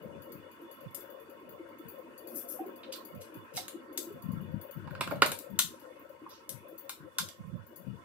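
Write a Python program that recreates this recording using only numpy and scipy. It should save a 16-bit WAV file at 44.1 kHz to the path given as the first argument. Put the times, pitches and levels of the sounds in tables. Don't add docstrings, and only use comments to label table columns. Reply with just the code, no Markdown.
import sys
import numpy as np
from scipy import signal
from scipy.fft import rfft, irfft, next_fast_len
from scipy.io import wavfile

SR = 44100
rng = np.random.default_rng(int(sys.argv[2]) if len(sys.argv) > 2 else 0)


def digitize_waveform(pressure):
    field = np.atleast_2d(pressure).T
    bounded = np.clip(field, -1, 1)
    quanta = np.round(bounded * 32767).astype(np.int16)
    wavfile.write(sys.argv[1], SR, quanta)


N = 354740


def amp(db):
    return 10 ** (np.asarray(db) / 20)


def rms_one(x):
    return x / np.sqrt(np.mean(x ** 2) + 1e-20)


def in_time(rows):
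    s, *columns = np.transpose(rows)
    return [np.interp(np.arange(N) / SR, s, c) for c in columns]


def pan(pan_db):
    return np.array([[pan_db / 2], [-pan_db / 2]])


def port_hit(pan_db):
    return np.minimum([[pan_db], [-pan_db]], 0)


def band(x, low_hz, high_hz, order=2):
    return signal.sosfilt(signal.butter(order, [low_hz, high_hz], "band", fs=SR, output="sos"), x)


def resonance(x, hz, width_hz):
    r = np.exp(-np.pi * width_hz / SR)
    feedback = [1, -2 * r * np.cos(2 * np.pi * hz / SR), r * r]
    return signal.lfilter([(1 - r * r) / 2, 0, (r * r - 1) / 2], feedback, x)


def steep_resonance(x, hz, width_hz):
    return resonance(resonance(x, hz, width_hz), hz, width_hz)


def body(x, modes):
    return sum((-1) ** k * amp(db) * resonance(x, hz, width_hz) for k, (hz, width_hz, db) in enumerate(modes))


def drift(rate_hz):
    r = np.exp(-80 * np.pi * rate_hz / SR)
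    white = rng.standard_normal(N // 40 + 2002)
    slow = signal.lfilter([1], [1, -2 * r, r * r], white)[2000:]
    return np.interp(np.arange(N) / 40, np.arange(len(slow)), rms_one(slow))


def bursts(times_s, level_db, t60_s, rise_s):
    marks = np.full(N, 1e-18)
    marks[(np.asarray(times_s) * SR).astype(int)] = amp(level_db)
    decay = signal.lfilter([1], [1, -amp(-60 / (t60_s * SR))], marks)
    rise = np.exp(-1 / (rise_s * SR))
    return signal.lfilter([1 - rise], [1, -rise], decay)


def air_noise(modes, patchy_db, alike):
    shared, left, right = rng.standard_normal((3, N))
    lagged = np.array([shared, np.roll(shared, 10)])
    air = np.sqrt(alike) * lagged + np.sqrt(1 - alike) * np.array([left, right])
    out = 0
    for hz, width_hz, left_db, right_db in modes:
        ringing = steep_resonance(air, hz, 1.5 * width_hz) / np.sqrt(width_hz)
        out = out + ringing * amp([[left_db], [right_db]]) * amp(patchy_db * drift(9.2))
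    return rms_one(out)


# time in seconds, lowest drone in relative dB, drone above it in relative dB.
HUM_LEVELS = [(0.0, -54, -54), (0.65, -64, -62.5), (2.04, -61, -59), (2.78, -55.5, -57), (3.18, -59, -58.5),
              (4.34, -57.5, -63), (4.86, -63.5, -64.5), (5.22, -61.5, -53.5), (5.66, -60, -65),
              (5.98, -65.5, -62.5), (7.59, -66, -67), (8.04, -63.5, -59.5)]
# time in seconds, relative level in dB.
WHIRR_LEVELS = [(0.0, -58.5), (0.92, -56.5), (1.23, -58.5), (4.77, -57.5), (5.19, -54.5), (5.37, -58),
                (7.72, -63), (8.04, -60)]
# pitch in Hz, nominal width in Hz, left in dB, right in dB.
HUM_LOW_MODES = [(251.6, 41, -17, -10.5), (311, 76, -2.5, -5)]
HUM_MID_MODES = [(458.4, 18, -3, -20), (534.4, 60.4, 7.5, -14), (688.5, 9.7, -23, -14.5)]
HUM_UPPER_MODES = [(941.5, 49, 9, -10.5), (1054.5, 70, -1, 10), (1330, 58, -2.5, 6.5), (1478, 250, 9.5, -4),
                   (1833, 90, -6.5, 0), (2174, 110, 1, -5), (2484, 235, 2.5, -4), (2907, 46, 1, -13),
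                   (3470, 48, -21.5, -3), (4614, 70, -26.5, -16)]
HUM_LOW_GAIN_DB, HUM_MID_GAIN_DB, WHIRR_GAIN_DB = 4.5, 8, 1


def fan_hum():
    low_db, mid_db = in_time(HUM_LEVELS)
    whirr_db = in_time(WHIRR_LEVELS)[0]
    low = amp(low_db + HUM_LOW_GAIN_DB) * air_noise(HUM_LOW_MODES, patchy_db=4.3, alike=1.0)
    mid = amp(mid_db + HUM_MID_GAIN_DB) * air_noise(HUM_MID_MODES, patchy_db=5.17, alike=0.7)
    upper = amp(whirr_db + WHIRR_GAIN_DB) * air_noise(HUM_UPPER_MODES, patchy_db=3.0, alike=0.26)
    return low + mid + upper


# start in seconds, hold in seconds, relative dB at the port hit, left-right in dB.
GUSTS = [(0.006, 0.22, -47.5, 26), (0.34, 0.013, -37, 23), (0.83, 0.031, -43, -32), (1.47, 0.014, -49, -22),
         (1.857, 0.0073, -47, 25), (3.116, 0.048, -44, -29), (3.36, 0.018, -46.5, -26),
         (3.556, 0.022, -40, -24), (4.073, 0.22, -49, 12), (4.255, 0.3, -36, 12), (4.77, 0.15, -35, 27),
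         (4.953, 0.34, -40, 2.5), (5.513, 0.037, -32.5, 40), (5.59, 0.051, -43, 16),
         (6.508, 0.076, -46, 27), (6.993, 0.024, -45.5, 32), (7.201, 0.017, -41, 15),
         (7.39, 0.024, -41.5, -7.5), (7.451, 0.13, -38, -34.5), (7.775, 0.077, -46.5, 25),
         (7.87, 0.038, -34, 29)]
GUST_RISE_DB_PER_S, GUST_FALL_DB_PER_S = 799.5, 296.5
CALM_DB, GUST_GAIN_DB = -76, 22.0


def draught():
    t, level_db = np.arange(N) / SR, np.full((2, N), float(CALM_DB))
    for s, hold_s, peak_db, pan_db in GUSTS:
        rise_db = -GUST_RISE_DB_PER_S * np.maximum(s - t, 0)
        fall_db = -GUST_FALL_DB_PER_S * np.maximum(t - s - hold_s, 0)
        level_db = np.maximum(level_db, peak_db + rise_db + fall_db + port_hit(pan_db))
    lumps = amp(6.5 * np.clip([drift(30), drift(21)], -3, 1.4))
    push = amp(level_db + GUST_GAIN_DB) * rms_one(lumps * rng.standard_normal((2, N)))
    steady = amp(-50) * band(rng.standard_normal((2, N)), 68, 150, order=3)
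    main = band(push, 117.6, 212.6, order=3)
    lower = amp(-1) * band(push, 88, 107.3, order=3)
    lowest = amp(-19.5) * band(push, 21, 70)
    return steady + main + lower + lowest


def narrow_rings(x, modes):
    return sum(amp(db) * steep_resonance(x, hz, 1.2 * width_hz) for hz, width_hz, db in modes)


# time in seconds, turn count.
FAN_TURNS = [(0.025, 0), (1.69, 17), (4.414, 45), (6.292, 64), (8.057, 82)]
# turn count, relative level in dB.
LOUD_TICKS = [(0, -50.5), (2, -41), (3, -38), (5, -51), (6, -55), (7, -43), (8, -48.5), (9, -54.5),
              (10, -39), (11, -45), (12, -48.5), (13, -47), (15, -40), (17, -54), (18, -48), (19, -37),
              (20, -49.5), (22, -42), (23, -36.5), (27, -44), (28, -47.5), (30, -40), (31, -41),
              (32, -44.5), (33, -62), (34, -43), (40, -47.5), (41, -37), (42, -47), (43, -43), (44, -44.5),
              (45, -49), (47, -37.5), (48, -38), (50, -51), (52, -38.5), (56, -48), (59, -49), (62, -51),
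              (64, -48), (68, -47), (69, -33), (78, -46.5), (79, -41)]
# pitch in Hz, nominal width in Hz, level in dB.
TICK_UPPER_MODES = [(14400, 300, 0), (15400, 300, -4)]
TICK_LOWER_MODES = [(11535, 350, 3), (9210, 230, -10.5), (6580, 750, -12.5), (4594, 280, -3)]
FAINT_TICK_DB, FAINT_SPREAD_DB = -64.5, 5
TICK_LOWER_DB, LOWER_SPREAD_DB = -11, 4
TICK_JITTER_S, TICK_LEAD_S, TICK_GAIN_DB = 0.0015, 0.002, 9.0


def ticks():
    fan_s, fan_turn = np.transpose(FAN_TURNS)
    s = np.interp(np.arange(fan_turn[-1]), fan_turn, fan_s)
    level_chance, lower_chance, time_chance = rng.standard_normal((len(s), 3)).T
    s = s + TICK_JITTER_S * time_chance - TICK_LEAD_S
    level_db = FAINT_TICK_DB + FAINT_SPREAD_DB * level_chance
    turn, loud_db = np.transpose(LOUD_TICKS)
    level_db[np.round(turn).astype(int)] = loud_db
    lower_db = level_db + TICK_LOWER_DB + LOWER_SPREAD_DB * np.minimum(lower_chance, 1)
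    white = rng.standard_normal((2, N))
    upper_drive = white[0] * bursts(s, level_db, t60_s=0.031, rise_s=0.0028)
    lower_drive = white[1] * bursts(s, lower_db, t60_s=0.055, rise_s=0.0006)
    upper = narrow_rings(upper_drive, TICK_UPPER_MODES)
    lower = narrow_rings(lower_drive, TICK_LOWER_MODES)
    return amp(TICK_GAIN_DB) * (upper + lower)


ROOM_T60_S, ROOM_DB = 0.23, 0.5


def room(x):
    t = np.arange(SR // 2) / SR
    tail = rng.standard_normal((2, len(t))) * amp(-60 * t / ROOM_T60_S) * np.clip(t / 0.00027, 0, 1)
    tail -= 0.42 * band(tail, 100, 2400, order=1)
    tail /= np.sqrt(np.sum(tail ** 2, axis=1, keepdims=True))
    return amp(ROOM_DB) * signal.fftconvolve(x, tail, axes=1)[:, :N]


# time in seconds, relative peak in dB, ring in Hz, left-right in dB.
THUMPS = [(0.039, -40.5, 540, 10), (0.622, -41.5, 346, -2), (1.6, -37, 334, 3), (1.798, -40, 325, 3),
          (2.594, -31.5, 762, 0), (2.605, -32.5, 333, 3), (2.635, -41.5, 712, 6), (2.664, -36.5, 353, 0),
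          (2.893, -43.5, 530, 23), (3.353, -44, 307, 8), (3.576, -34, 744, 6), (3.743, -38.5, 331, 9),
          (3.988, -35, 340, 4), (4.071, -40, 338, 0), (4.108, -38.5, 385, 9), (5.316, -37, 534, -5),
          (6.101, -41, 552, 14), (6.221, -43.5, 316, 6), (6.65, -45, 555, 17), (7.043, -43, 324, 6)]
THUMP_T60_S, THUMP_RISE_S, THUMP_WIDTH_HZ, THUMP_GAIN_DB = 0.078, 0.0014, 62, -2
THUMP_LEAD_S = 0.007


def thumps():
    out, t = np.zeros((2, N + SR)), np.arange(SR // 5) / SR
    whites = rng.standard_normal((len(THUMPS), len(t)))
    for (s, level_db, hz, pan_db), white in zip(THUMPS, whites):
        puff = white * (1 - np.exp(-t / THUMP_RISE_S)) * amp(-60 * t / THUMP_T60_S)
        ringing = steep_resonance(puff, hz, THUMP_WIDTH_HZ)
        ringing = ringing / np.abs(ringing).max()
        at = int((s - THUMP_LEAD_S) * SR)
        out[:, at:at + len(t)] += amp(level_db + THUMP_GAIN_DB + pan(pan_db)) * ringing
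    return out[:, :N]


GRIT_DB = 4


def grit(shape):
    return amp(GRIT_DB * np.minimum(rng.exponential(1, shape), 5))


# time in seconds, relative level in dB, centre of the colour in Hz,
# fall away from it in dB per octave, left-right in dB, ring in dB.
KNOCKS = [(0.947, -26, 9400, 15, 1, 0), (2.935, -33.5, 3850, 9, -7.5, -1),
          (3.574, -28.5, 5130, 5, -11.5, 0), (3.682, -34.5, 6800, 3, 1, -13),
          (3.976, -21, 6800, 9.5, 4, -13), (4.873, -44, 960, 5, -6, 25.5),
          (4.907, -38.5, 1450, 9.5, 2, 18.5), (4.95, -26.5, 1370, 12, 1, -12.5),
          (5.009, -15.5, 1620, 6, 0, -0.5), (5.034, -30, 1790, 7, 1.5, -7),
          (5.074, -24.5, 1100, 6.5, 4, -6), (5.11, -19.5, 900, 9.5, -5, -5),
          (5.117, -19, 650, 9.5, 14, -6.5), (5.133, -25, 650, 12.5, 1.5, -9.5),
          (5.155, -31, 650, 5, 3, -11), (5.22, 0, 1490, 8, -1.5, -3), (5.224, -10, 1570, 9.5, 1, -5.5),
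          (5.237, -18, 696, 12, 10, -13), (5.255, -15, 600, 15.5, 1, 0), (5.261, -25, 4540, 3.5, 6, 0),
          (5.317, -28, 3370, 1, 3, -8), (5.388, -32.5, 8900, 7.5, 1.5, 10.5),
          (5.59, -10, 5300, 7.5, 4.5, 8.5), (6.263, -40.5, 962, 27, 5, 22), (6.493, -27, 8200, 9, 4.5, -6),
          (6.894, -30, 4970, 2.5, 2.5, 1), (7.185, -15.5, 5240, 9, 2, 21), (7.194, -39, 4100, 2, -11, 13),
          (7.287, -34.5, 5740, 8, -3, -7)]
# low edge in Hz, high edge in Hz, contact t60 in seconds.
KNOCK_BANDS = [(756, 1600, 0.019), (236, 810, 0.04), (1950, 3270, 0.016), (3073, 4900, 0.027),
               (4577, 7800, 0.021), (9100, 14600, 0.029)]
# pitch in Hz, width in Hz, level in dB.
BOARD_MODES = [(550, 31, 0.5), (924, 27, 3), (1045, 43, -3.5), (1380, 110, 4.5), (1570, 80, -0.5),
               (1715, 150, 0), (2183, 80, 0), (2340, 140, 5), (2810, 160, -3), (3270, 110, -5.5),
               (3860, 450, -8)]
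KNOCK_RISE_CYCLES = 1.6
RINGS_BELOW_HZ, TAP_RING_HZ = 1500, 1010
KNOCK_RING_WIDTH_HZ = 90
TAP_THUD_DB = -24
TAP_DIP_DB, TAP_DIP_HZ = -2, 2600
MODE_SPREAD_DB, MODE_SHIFT = 2.5, 0.02
LOUD_DB, DRIER_PER_DB = -7.5, 0.54


def knocks():
    out, t = np.zeros((2, 2, N)), np.arange(SR // 5) / SR
    whites = rng.standard_normal((len(KNOCKS), len(t)))
    contacts = np.minimum(rng.standard_normal((len(KNOCKS), len(t) // 60)), 1)
    whites *= amp(5 * np.repeat(contacts, 60, axis=1))
    whites *= grit(whites.shape)
    holds = rng.standard_normal((len(KNOCKS), len(BOARD_MODES), 2))
    for (s, level_db, centre_hz, fall_db, pan_db, ring_db), white, hold in zip(KNOCKS, whites, holds):
        rattle, rising = 0, 1 - np.exp(-t * centre_hz / KNOCK_RISE_CYCLES)
        for low_hz, high_hz, t60_s in KNOCK_BANDS:
            octaves = abs(np.log2(np.sqrt(low_hz * high_hz) / centre_hz))
            thin_db = TAP_THUD_DB if centre_hz > 5 * high_hz else 0
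            if low_hz < TAP_DIP_HZ < high_hz and centre_hz > 1.5 * TAP_DIP_HZ:
                thin_db += TAP_DIP_DB
            shape = rising * amp(thin_db + level_db - fall_db * octaves - 60 * t / t60_s)
            noise = band(1e3 * white * shape / shape.max(), low_hz, high_hz, order=3)
            rattle = rattle + rms_one(noise) * np.sqrt(np.mean(shape ** 2))
        ring_hz = centre_hz if centre_hz < RINGS_BELOW_HZ else TAP_RING_HZ
        rattle = rattle + amp(ring_db) * resonance(rattle, ring_hz, KNOCK_RING_WIDTH_HZ)
        modes = [(hz * (1 + MODE_SHIFT * shift), width_hz, db + MODE_SPREAD_DB * spread)
                 for (hz, width_hz, db), (shift, spread) in zip(BOARD_MODES, hold)]
        knock = amp(-5.5) * rattle + body(rattle, modes)
        at = int((s - 0.001) * SR)
        sent_db = -DRIER_PER_DB * max(level_db - LOUD_DB, 0)
        out[..., at:at + len(t)] += knock * amp(pan(pan_db)) * amp([[[0]], [[sent_db]]])
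    return out


# start in seconds, hold in seconds, relative level in dB, low edge in Hz, high edge in Hz, t60 in seconds.
SLIDES = [(2.29, 0, -54, 10000, 15700, 0.27), (2.337, 0.036, -42, 10800, 15000, 0.09),
          (2.472, 0.033, -44.5, 10800, 14700, 0.17), (2.83, 0.0067, -50.5, 2340, 4070, 0.048),
          (2.921, 0.0075, -53, 5400, 14700, 0.066), (2.92, 0, -49.5, 2760, 5700, 0.076),
          (3.203, 0.0071, -55.5, 2920, 13600, 0.2), (3.533, 0.029, -50.5, 2800, 15700, 0.17),
          (3.568, 0, -32.5, 3250, 14400, 0.034), (5.629, 0, -63.5, 2770, 11100, 1),
          (6.282, 0.047, -60.5, 3300, 6260, 0.19)]
SLIDE_RISE_S, SLIDE_SWELL = 0.00084, 0.21
SLIDE_UNDER_DB = -10


def slides():
    grain = rng.standard_normal(N) * amp(4 * drift(120)) * grit(N)
    parts = [(hz, 110, db) for hz, db in zip(np.geomspace(2600, 15500, 44), rng.normal(0, 3, 44))]
    grain = amp(-3) * grain + body(grain, parts)
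    out, since_s = np.zeros(N), np.arange(SR // 2) / SR
    for s, hold_s, level_db, low_hz, high_hz, t60_s in SLIDES:
        lag = np.exp(-1 / ((SLIDE_RISE_S + SLIDE_SWELL * hold_s) * SR))
        stroke = amp(level_db - 60 * np.maximum(since_s - hold_s, 0) / t60_s)
        stroke = signal.lfilter([(1 - lag) ** 2], [1, -2 * lag, lag * lag], stroke)
        at = int((s - SLIDE_RISE_S) * SR)
        rub = grain[at:at + len(since_s)]
        main = rms_one(band(rub, low_hz, high_hz, order=3))
        under = amp(SLIDE_UNDER_DB) * rms_one(band(rub, low_hz / 2, low_hz, order=3))
        out[at:at + len(since_s)] += stroke * (main + under)
    return out


# time in seconds, peak in dB before the band filter, pitch in Hz, left-right in dB.
PUFFS = [(4.242, -30, 151, 33), (4.29, -19, 187, 38), (4.336, -22, 173, 16), (4.403, -33, 140, 15),
         (4.443, -44, 179, 18), (4.543, -19, 185, 26)]
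PUFF_CYCLES = 0.85


def puffs():
    out = np.zeros((2, N))
    for (s, level_db, hz, pan_db), phase in zip(PUFFS, rng.random(len(PUFFS))):
        cycles = np.arange(-2000, 2000) / SR * hz
        swell = np.exp(-2 * (cycles / PUFF_CYCLES) ** 2)
        swing = swell * np.cos(2 * np.pi * (cycles + phase))
        at = int(s * SR) - len(cycles) // 2
        out[:, at:at + len(cycles)] += swing * amp(level_db + port_hit(pan_db))
    return band(out, 95, 500)


def scene():
    fan = fan_hum()
    near, sent = knocks() + slides() + thumps() + ticks() * amp(pan(6))
    near[0] = np.roll(near[0], 3)
    return near + room(sent) + fan + draught() + puffs()


# pitch in Hz, left over right in dB (rises are scaled in record).
PORT_TILT = [(300, -2), (3000, -2), (5000, -7), (7000, 4), (12000, 13), (16000, 11.5)]
# left in dB, right in dB.
HISS_GAINS_DB = [-74, -78]
CUTOFF_HZ = 16900


def record(dry):
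    hz, tilt_db = np.transpose(PORT_TILT)
    size = next_fast_len(N)
    tilt_db = np.interp(np.log(np.fft.rfftfreq(size, 1 / SR) + 1), np.log(hz), tilt_db)
    left_favoured_db = np.outer([0.54, -0.7], np.maximum(tilt_db, 0))
    right_favoured_db = np.outer([0.5, -0.5], np.minimum(tilt_db, 0))
    ports = irfft(rfft(dry, size) * amp(left_favoured_db + right_favoured_db), size)[:, :N]
    white, edges_hz = rng.standard_normal((2, N)), np.geomspace(300, 15900, 9)
    hiss = 0
    for k in range(len(edges_hz) - 1):
        hiss = hiss + (-1) ** k * band(white, *edges_hz[k:k + 2]) * amp(1.9 * drift(8))
    hiss = amp(HISS_GAINS_DB)[:, None] * hiss
    return signal.sosfilt(signal.cheby2(12, 70, CUTOFF_HZ, fs=SR, output="sos"), ports + hiss)


dry = scene()
out = record(dry)
digitize_waveform(out)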